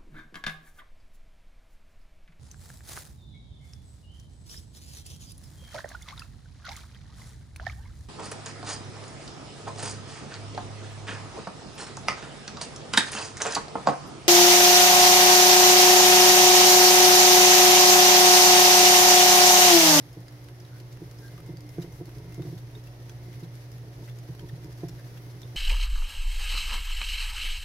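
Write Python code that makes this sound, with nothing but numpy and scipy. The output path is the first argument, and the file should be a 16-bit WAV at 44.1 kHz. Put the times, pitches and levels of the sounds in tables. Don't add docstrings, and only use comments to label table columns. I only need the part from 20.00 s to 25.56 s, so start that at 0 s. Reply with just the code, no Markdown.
import sys
import numpy as np
from scipy import signal
from scipy.fft import rfft, irfft, next_fast_len
from scipy.io import wavfile

SR = 44100
rng = np.random.default_rng(int(sys.argv[2]) if len(sys.argv) > 2 else 0)


def inscribe(sig):
    pcm = np.round(np.clip(np.atleast_2d(sig).T, -1, 1) * 32767)
    wavfile.write(sys.argv[1], SR, pcm.astype(np.int16))


N = 245195
TIME = np.arange(N) / SR
SURGE_HZ = 12


def amp(db):
    return 10 ** (np.asarray(db) / 20)


def unit(x):
    return x / np.sqrt(np.mean(x ** 2) + 1e-20)


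def curve(rows):
    return np.interp(TIME, *np.transpose(rows))


def across(points, size):
    hz, value = np.transpose(points)
    bins_hz = np.fft.rfftfreq(size, 1 / SR)
    return np.interp(np.log(bins_hz + 1), np.log(hz + 1), value)


def colour(x, points, lead=((1, 0), (2, 0))):
    size = next_fast_len(N + 4096)
    response = amp(across(points, size)) * np.exp(1j * across(lead, size))
    return irfft(rfft(x, size) * response, size)[..., :N]


def highpass(x, hz):
    return signal.sosfilt(signal.butter(4, hz, "high", fs=SR, output="sos"), x)


def noise():
    return rng.standard_normal((2, N))


def drift(rate_hz):
    size = 4096
    hz = np.fft.rfftfreq(size, N / SR / size)
    slow = irfft(rfft(rng.standard_normal(size)) / (1 + (hz / rate_hz) ** 4))
    return unit(np.interp(TIME, np.linspace(0, N / SR, size), slow))


def add(mix, s, sound):
    part = mix[..., max(round(s * SR), 0):][..., :sound.shape[-1]]
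    part += sound[..., :part.shape[-1]]


# frequency in Hz, correlation from -1 to 1.
PORT_LIKENESS = [(20, .97), (180, .97), (330, .93), (550, .62), (1000, -.15), (2000, -.1), (5000, 0)]


def spread(pair):
    size = next_fast_len(N + 4096)
    a, b = rfft(pair, size)
    alike = across(PORT_LIKENESS, size)
    mid = a * np.sqrt((1 + alike) / 2)
    side = b * np.sqrt((1 - alike) / 2)
    return irfft([mid + side, mid - side], size)[:, :N]


TANK_ABOVE_HZ = 500


def tank(x, t60, wet_db):
    t = np.arange(SR // 2) / SR
    tail = rng.standard_normal((2, len(t))) * np.exp(-np.log(1000) * t / t60) * (t > .002)
    tail /= np.linalg.norm(tail, axis=1, keepdims=True)
    tail = highpass(tail, TANK_ABOVE_HZ)
    reflected = signal.oaconvolve(np.atleast_2d(x), tail, axes=1)[:, :N]
    return x + amp(wet_db) * spread(reflected)


def push(contact_s):
    shape = np.sin(np.pi * np.minimum(np.arange(1024) / SR / contact_s, 1)) ** 2
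    return shape / shape.sum()


# frequency in Hz, relative level in dB, 60 dB decay time in seconds.
DRUM_MODES = [(140, -5.3, 0.15), (166, -3.8, 0.15), (322, -13, 0.09), (352, -2, 0.08), (420, 0.5, 0.075),
              (572, -6, 0.05), (700, -9, 0.06), (805, -15, 0.034), (933, -1, 0.07)]
MODE_SPREAD_DB, MODE_DETUNE = 2.0, .015


def drum(force, varied=0, radiate_hz=95):
    t = np.arange(SR // 4) / SR
    ring = np.zeros(len(t))
    chance = varied * rng.uniform(-1., 1., (len(DRUM_MODES), 2))
    for (hz, db, t60), (louder, sharper) in zip(DRUM_MODES, chance):
        mode = np.sin(2 * np.pi * hz * (1 + MODE_DETUNE * sharper) * t)
        ring += amp(db + MODE_SPREAD_DB * louder) * 1e-3 ** (t / t60) * mode
    return signal.oaconvolve(force, highpass(ring, radiate_hz))[:N]


# start in seconds, relative level of the knock
# in dB, relative level of the body weight that follows in dB, contact time in seconds (long is dull).
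FOOTFALLS = [(0.17, -38, -68, 0.0022), (0.81, -48, -65, 0.0014), (1.018, -36, -54, 0.0019),
             (1.112, -66, -40, 0.0014), (1.491, -34.5, -34, 0.0023), (1.536, -38.5, -43, 0.0025),
             (1.647, -50.5, -42, 0.0015), (1.783, -27.5, -34, 0.0019), (1.7948, -46, -45, 0.0015),
             (1.822, -40, -38, 0.0029), (1.843, -36, -49, 0.0017), (1.877, -48, -37, 0.0024),
             (1.937, -50, -41, 0.0024), (2.002, -44, -50, .0015), (2.0102, -33, -42, 0.002),
             (2.077, -44, -40, 0.0015), (2.278, -57, -50, 0.0013), (2.379, -35, -30, 0.0022),
             (2.3954, -30.5, -29, 0.002), (2.428, -37, -41, .003), (2.451, -35.5, -40, 0.0026),
             (2.465, -38, -28, 0.0017), (2.489, -40, -32, 0.0018), (2.527, -36, -45, 0.0024),
             (2.548, -73, -31, 0.0019), (2.888, -52, -57, 0.0022), (3.282, -44, -68, 0.0023),
             (3.428, -34, -39, 0.0027), (4.289, -37, -31, 0.0026), (4.516, -46, -27.5, 0.0021),
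             (4.579, -48, -33, 0.0014), (4.644, -42, -34.5, 0.0024), (4.8335, -28, -34, 0.0017),
             (4.893, -42.5, -38, 0.0023)]
WEIGHT_S, SETTLE_S = 0.0052, 0.01176
REBOUND_S, REBOUND_DB = 0.005964, -4
REBOUND_SCATTER = .03


def thumps(knock_db=0.4, weight_db=-0.7):
    out = np.zeros(N)
    for s, db, body_db, contact_s in FOOTFALLS:
        force = np.zeros(2048)
        knock = amp(db + knock_db) * push(contact_s)
        rebound_s = REBOUND_S * (1 + REBOUND_SCATTER * rng.uniform(-1, 1))
        add(force, 0, knock)
        add(force, rebound_s, amp(REBOUND_DB) * knock)
        add(force, SETTLE_S, amp(body_db + weight_db) * push(WEIGHT_S))
        add(out, s, drum(force, varied=1))
    return tank(out, t60=0.042, wet_db=-3)


# frequency in Hz, relative level in dB.
CRACK_COLOUR = [(300, -30), (700, 11), (1000, 3), (1600, 2), (2600, -10), (6000, -40)]


def cracks(level_db=-24.5, decay_s=0.018, hard_db=-28, steepness=1.6):
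    t = np.arange(4096) / SR
    envelope = np.zeros(N)
    for s, db, *_ in FOOTFALLS:
        rattle_db = hard_db + level_db + steepness * (db - hard_db)
        add(envelope, s, amp(rattle_db) * np.exp(-t / decay_s))
    return envelope * unit(colour(spread(noise()), CRACK_COLOUR))


# start in seconds, length in seconds, mean relative level in dB,
# middle pitch in Hz, relative treble in dB.
CLAW_DRAGS = [(1.247, .024, -61, 4600, -11), (1.815, .012, -45.5, 5120, -18), (2.578, .008, -48, 3960, -16),
              (3.397, .011, -51, 4820, -17), (3.431, .015, -52, 4000, -16), (4.035, .024, -52, 4880, -13),
              (4.085, .009, -49, 2500, -24), (4.487, .008, -49, 4440, -16), (4.773, .016, -53.5, 5330, -13),
              (4.883, .014, -44, 4290, -16), (5.17, .009, -48.5, 3850, -22), (5.297, .02, -52, 4060, -16),
              (5.447, .009, -61, 3870, -18)]
SLIP_GAP_S, SLIP_DECAY_S, SLIP_SPREAD_DB, SLIP_RING_DB = .003, 0.0022, 4, -7


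def skids():
    rows = []
    for s, length, db, hz, treble_db in CLAW_DRAGS:
        chance = rng.uniform(-1, 1, (32, 3))
        slips = chance[:int(length / SLIP_GAP_S) + 1]
        for k, (late, force, spot) in enumerate(slips):
            slip_s = s + (k + late / 3) * SLIP_GAP_S
            slip_db = db + SLIP_SPREAD_DB * force
            rows.append((slip_s, slip_db, hz * 2 ** (spot / 2), treble_db, SLIP_DECAY_S, SLIP_RING_DB))
    return rows


CRACKLE_DB, CRACKLE_SPREAD_DB = -66, 6
CRACKLE_HZ, CRACKLE_TREBLE_DB, CRACKLE_DECAY_S = 3370, -16, 0.0013


def crackle(count=130):
    rows = []
    for when, force, spot in rng.uniform(-0.87, 1, (count, 3)):
        s = (when + 1) / 2 * N / SR
        db = CRACKLE_DB + CRACKLE_SPREAD_DB * force
        hz = CRACKLE_HZ * 2 ** (spot / 2)
        rows.append((s, db, hz, CRACKLE_TREBLE_DB, CRACKLE_DECAY_S, SLIP_RING_DB))
    return rows


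# start in seconds, relative level in dB, pitch of the spot
# in Hz, relative treble in dB, nominal decay time in seconds, ring against the grit in dB.
CLAW_STRIKES = [(.0239, -52, 5270, -22, 0.0023, -6), (.1294, -47, 5200, -11, .003, -11),
                (.2035, -49, 6100, -13, .0035, -18), (.2817, -42.5, 4910, -26, 0.0022, -6),
                (.323, -48, 3700, -12, .0025, -10), (.4417, -47, 4870, -9, .003, -8),
                (.4856, -45, 3230, -19, 0.0026, -22), (.5995, -46, 5750, -24, .0014, -3),
                (.6025, -47.5, 4870, -24, 0.0022, -4), (.6494, -49, 3830, -24, 0.0016, 0),
                (.782, -50, 5250, -10, .003, -10), (.8003, -44.5, 2920, -24, 0.0021, -7),
                (.801, -48, 4400, -22, 0.0022, 0), (.9255, -45.5, 4860, -23, .0033, -14),
                (.971, -46, 2760, -25, 0.0023, -11), (1.1113, -43.5, 5230, -16, 0.0029, -14),
                (1.1855, -49.5, 5150, -25, 0.0033, -5), (1.2593, -50, 5500, -14, .003, -5),
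                (1.2793, -44.5, 4260, -20, 0.0021, -5), (1.3775, -46, 2900, -16, 0.003, -15),
                (1.4023, -44, 2400, -9, .0025, -10), (1.4615, -45.5, 5850, -18, 0.003, -12),
                (1.5695, -42, 4760, -32, 0.0021, -5), (1.606, -43, 5330, -19, 0.002, -16),
                (1.6906, -45, 5100, -18, 0.0034, -10), (1.7228, -62, 3400, -11, 0.0018, -12),
                (1.8192, -49, 3780, -18, 0.0044, -5), (1.8245, -46, 4950, -15, .003, -1),
                (1.8285, -44.5, 3000, -18, 0.0028, -5), (1.9228, -49, 6010, -21, 0.0029, -1),
                (2.055, -45, 4400, -13, 0.0032, -9), (2.0916, -44.5, 2590, -13, .0022, -9),
                (2.183, -46, 5000, -17, .0026, -16), (2.3222, -46, 2700, -13, .0035, -14),
                (2.3435, -43.5, 5660, -22, 0.0029, -18), (2.4203, -44, 3750, -18, .003, -7),
                (2.5537, -52, 5760, -20, .0025, -6), (2.5873, -48, 4200, -16, 0.0024, -20),
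                (2.7, -53, 2620, -24, 0.0033, -5), (2.7512, -46.5, 3710, -28, 0.0038, -1),
                (2.8385, -49, 5430, -17, .003, -12), (2.8704, -47, 2710, -10, 0.0033, -3),
                (3.0944, -44.5, 3300, -19, 0.0027, -7), (3.0948, -43, 6120, -24, 0.0021, -1),
                (3.0955, -49, 5250, -24, .0019, -3), (3.3288, -48.5, 3360, -22, 0.0023, -12),
                (3.553, -45, 4520, -10, 0.003, -17), (3.7165, -43.5, 5100, -20, 0.0025, -10),
                (3.7819, -46, 2600, -11, .002, -13), (3.8833, -53, 4600, -16, .003, -8),
                (4.0773, -47, 2470, -21, 0.0022, -16), (4.0958, -47, 3510, -24, 0.01, -11),
                (4.1862, -45.5, 5070, -18, 0.0031, -13), (4.2313, -49, 2970, -14, .002, -8),
                (4.349, -45.5, 4020, -10, 0.0032, -5.5), (4.3935, -40, 3140, -30, 0.0017, -4),
                (4.3938, -45.5, 4430, -30, .0015, 0), (4.6435, -45, 5000, -23, 0.0027, -10),
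                (4.7255, -52, 4960, -19, 0.0036, -10), (4.9952, -50, 4040, -14, 0.0032, -22),
                (5.417, -41, 4000, -28, 0.0014, -5), (5.4172, -42.5, 5700, -28, 0.0015, -6),
                (5.4312, -43.5, 3610, -18, 0.0031, 8)]
# frequency in Hz, relative level in dB.
GRIT_BODY = [(700, -2), (1500, 8.5), (2500, -2), (5800, -4), (7200, 4.5), (9000, 0)]
# frequency in Hz, relative level in dB.
GRIT_TREBLE = [(5000, -30), (7500, -3), (10000, 0), (15500, 0)]
CLAW_RISE_S, CLAW_ALIKE = 0.00081, .3
SPOT_DB, SPOT_OCTAVES = 8.5, 1
SPOT_RING_DB = 2
GRIT_LONGEST_S, RING_OUTLASTS = .003, 1.2


def claws(level_db=3, treble_level_db=13):
    size = 2048
    out, t = np.zeros((2, N)), np.arange(size) / SR
    bins_hz = np.fft.rfftfreq(size, 1 / SR) + 1
    body = amp(across(GRIT_BODY, size))
    treble = unit(amp(across(GRIT_TREBLE, size)))
    for s, db, hz, treble_db, decay, ring_db in list(CLAW_STRIKES) + crackle() + skids():
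        nearness = np.exp(-(np.log2(bins_hz / hz) / SPOT_OCTAVES) ** 2)
        spot = amp((SPOT_DB + SPOT_RING_DB * amp(ring_db)) * nearness)
        tone = np.hypot(unit(body * spot), amp(treble_db + treble_level_db) * treble)
        white = rng.standard_normal((3, size))
        ports = np.sqrt(CLAW_ALIKE) * white[0] + np.sqrt(1 - CLAW_ALIKE) * white[1:]
        grit = irfft(rfft(ports) * tone)
        phase = rng.random((2, 1)) / 2
        ring = amp(ring_db) * np.sqrt(2) * np.sin(2 * np.pi * (hz * t + phase))
        tick = grit * np.exp(-t / min(decay, GRIT_LONGEST_S)) + ring * np.exp(-t / (RING_OUTLASTS * decay))
        rise = 1 - np.exp(-t / CLAW_RISE_S)
        add(out, s, amp(db + level_db) * rise * tick / np.std(grit + ring))
    return tank(out, t60=.07, wet_db=-6)


# time in seconds, relative level in dB.
WHEEL_DRIVE = [(0, -56), (.8, -60), (1.4, -50.5), (2.0, -49.5), (2.6, -49), (3.2, -53), (3.7, -56),
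               (4.3, -47), (4.8, -50), (5.1, -52.5), (5.55, -46)]


def patter(contact_hz=300, stir_db=-2, surge_db=4.0, steps_per_s=75):
    steps = (rng.random(N) < steps_per_s / SR) * amp(surge_db * drift(SURGE_HZ))
    soft = signal.sosfilt(signal.butter(2, contact_hz, fs=SR, output="sos"), steps)
    return amp(curve(WHEEL_DRIVE) + stir_db) * unit(tank(drum(soft), t60=0.037, wet_db=-3.5))


# time in seconds, relative level in dB.
BRUSH_PRESSURE = [(0.0, -61), (0.97, -61), (1.39, -60.5), (3.24, -60), (3.89, -61), (4.85, -59.5),
                  (5.56, -59.5)]
# frequency in Hz, relative level in dB.
RUB_COLOUR = [(400, -45), (900, 5.5), (1900, 14), (2700, 6), (5500, 7.5), (7500, 3), (10000, 1.5)]
# frequency in Hz, relative level in dB.
FIZZ_COLOUR = [(4500, -7), (7500, -0.5), (10000, 0), (15500, -3)]
SCRATCH_LIMIT = 2.2


def brushing(grain_db=-5, grains_per_s=70, grain_decay_s=.006, fizz_db=-1, fizz_grain_db=-6, surge_db=1.13):
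    hits = (rng.random(N) < grains_per_s / SR) * rng.uniform(.2, 1, N)
    scratches = unit(signal.lfilter([1], [1, -np.exp(-1 / (grain_decay_s * SR))], hits))
    scratches = SCRATCH_LIMIT * np.tanh(scratches / SCRATCH_LIMIT)
    pressure = amp(curve(BRUSH_PRESSURE) + surge_db * drift(SURGE_HZ))
    rub = np.hypot(1, amp(grain_db) * scratches) * unit(colour(noise(), RUB_COLOUR))
    fizz = np.hypot(1, amp(fizz_grain_db) * scratches) * unit(colour(noise(), FIZZ_COLOUR))
    return pressure * (rub + amp(fizz_db) * fizz)


# middle in seconds, length in seconds, level in dB, lower edge in Hz.
PAW_SCUFFS = [(1.237, 0.25, -56.5, 3560), (1.733, 0.12, -58.5, 7000), (1.96, 0.24, -57, 6000),
              (2.512, 0.33, -58.5, 2950), (5.248, 0.2, -58, 11000)]


def scuffs():
    out = np.zeros((2, N))
    for s, length, db, edge_hz in PAW_SCUFFS:
        swell = signal.windows.hann(round(length * SR))
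        hiss = unit(highpass(rng.standard_normal((2, SR)), edge_hz))
        add(out, s - length / 2, amp(db) * swell * hiss[:, :len(swell)])
    return out


# middle in seconds,
# length in seconds, pitch in Hz, relative level in dB, glide as a share of the pitch,
# rasp as a share of the power from 0 to 1.
SQUEAKS_AND_TAPS = [(.29, .023, 1900, -60, 0, .5), (.749, .085, 1475, -60.5, .1, .35),
                    (1.248, .07, 1595, -58.5, .03, .35), (1.285, .026, 1590, -61, 0, .4),
                    (1.384, .013, 1220, -54.5, 0, .25), (1.402, .012, 1236, -56, .05, .25),
                    (3.02, .02, 2010, -69, 0, .5), (4.083, .014, 1990, -56, 0, .4),
                    (4.496, .015, 1822, -56, .017, .35), (4.997, .032, 1760, -60.5, -.02, .4)]


def squeaks_and_taps(level_db=3):
    out = np.zeros(N)
    wobble = .008 * drift(150)
    flutter = (drift(260) + 1j * drift(260)) / np.sqrt(2)
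    for s, length, hz, db, glide, rasp in SQUEAKS_AND_TAPS:
        u = np.clip((TIME - s) / length, -.5, .5)
        turn = np.exp(2j * np.pi * np.cumsum(hz * (1 + glide * u + wobble)) / SR)
        note = (turn * (np.sqrt(1 - rasp) + np.sqrt(rasp) * flutter)).real
        out += amp(db + level_db) * np.cos(np.pi * u) * note
    return tank(out, t60=.06, wet_db=-6)


# frequency in Hz, relative level in dB per Hz.
FLOOR_COLOUR = [(15, -16), (24, -4), (32, -8), (50, 1), (63, 3), (78, -7), (100, -4.5), (140, -8),
                (300, -55), (1000, -82)]


def rumble(level_db=-55.5, follow=0.57, surge_db=2):
    drive_db = curve(WHEEL_DRIVE)
    shake_db = level_db + follow * (drive_db - drive_db.mean()) + surge_db * drift(SURGE_HZ)
    return amp(shake_db) * unit(colour(spread(noise()), FLOOR_COLOUR))


# frequency in Hz, relative rms level in dB.
HUM_LINES = [(120, -44), (129.5, -55.5), (180, -65), (241, -70), (300, -59), (360, -63.5), (420, -68.5),
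             (480, -70.5), (560, -69.5), (662, -73.5), (721, -72), (1066, -82), (1802, -80.5),
             (1926, -80.5), (2074, -77), (2104, -78)]
# time in seconds, change in dB.
MAIN_SWELL = [(0, -3.5), (.8, -0.5), (2.2, -.5), (3, 1), (5.5, 2)]
# time in seconds, change in dB.
WHINE_SWELL = [(0, 0), (1.2, 1), (1.5, 10), (1.85, 6), (2.1, 0), (2.35, 8.5), (2.6, 2), (2.85, -14),
               (3.3, 7), (3.8, -4), (5.56, 2)]
WHINE_ABOVE_HZ, WHINE_BLUR, WHINE_BLUR_HZ = 2000, 1.0, 90


def hum(waver_db=1.3, upper_db=-2.0, upper_waver_db=3.0, phase_waver=.7):
    (main_hz, main_db), *upper = HUM_LINES
    main_level = amp(main_db + curve(MAIN_SWELL) + waver_db * drift(22.0))
    out = main_level * np.sin(2 * np.pi * main_hz * TIME)
    for hz, db in upper:
        phase = phase_waver * drift(3.44)
        if hz > WHINE_ABOVE_HZ:
            db = db + curve(WHINE_SWELL)
            phase = phase + WHINE_BLUR * drift(WHINE_BLUR_HZ)
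        level = amp(db + upper_db + upper_waver_db * drift(10.0))
        out += level * np.sin(2 * np.pi * hz * TIME + phase)
    return np.sqrt(2) * out


# frequency in Hz, relative level in dB per Hz.
AIR_COLOUR = [(60, -7.5), (130, 14), (170, -1.5), (205, -7), (320, -6), (480, -1.5), (900, -8), (2000, -20),
              (2700, -18.5), (6000, -24), (9000, -53)]


def air(level_db=-52.0):
    return amp(level_db) * unit(colour(spread(noise()), AIR_COLOUR))


def scene():
    wheel = thumps() + cracks() + patter() + rumble() + squeaks_and_taps()
    animal = claws() + scuffs() + brushing()
    return wheel + animal + hum() + air()


# frequency in Hz, level in dB.
LEFT_PORT = [(50, 0), (330, -1), (700, -.3), (1500, 0), (4400, -1.3), (6000, 1.5), (7600, -7), (8800, -5),
             (10000, 1), (10900, -2), (11900, 2.5), (13000, .5), (14500, -4)]
# frequency in Hz, level in dB.
RIGHT_PORT = [(50, .3), (330, 1), (700, .4), (1500, .6), (2600, .8), (4400, 1.8), (5300, 2.3), (6200, -1),
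              (7000, -7), (8200, -15), (15000, -16)]
# frequency in Hz, phase in radians.
LEFT_PHASE = [(20, 0), (120, -.2), (330, -.18), (700, 0)]
EDGE_HZ = 15850


def record(dry):
    left = colour(dry[0], LEFT_PORT, LEFT_PHASE)
    right = colour(dry[1], RIGHT_PORT)
    edge = signal.firwin(801, EDGE_HZ, window=("kaiser", 9), fs=SR)
    return signal.oaconvolve(np.array([left, right]), edge[None], "same")


dry = scene()
out = record(dry)
inscribe(out)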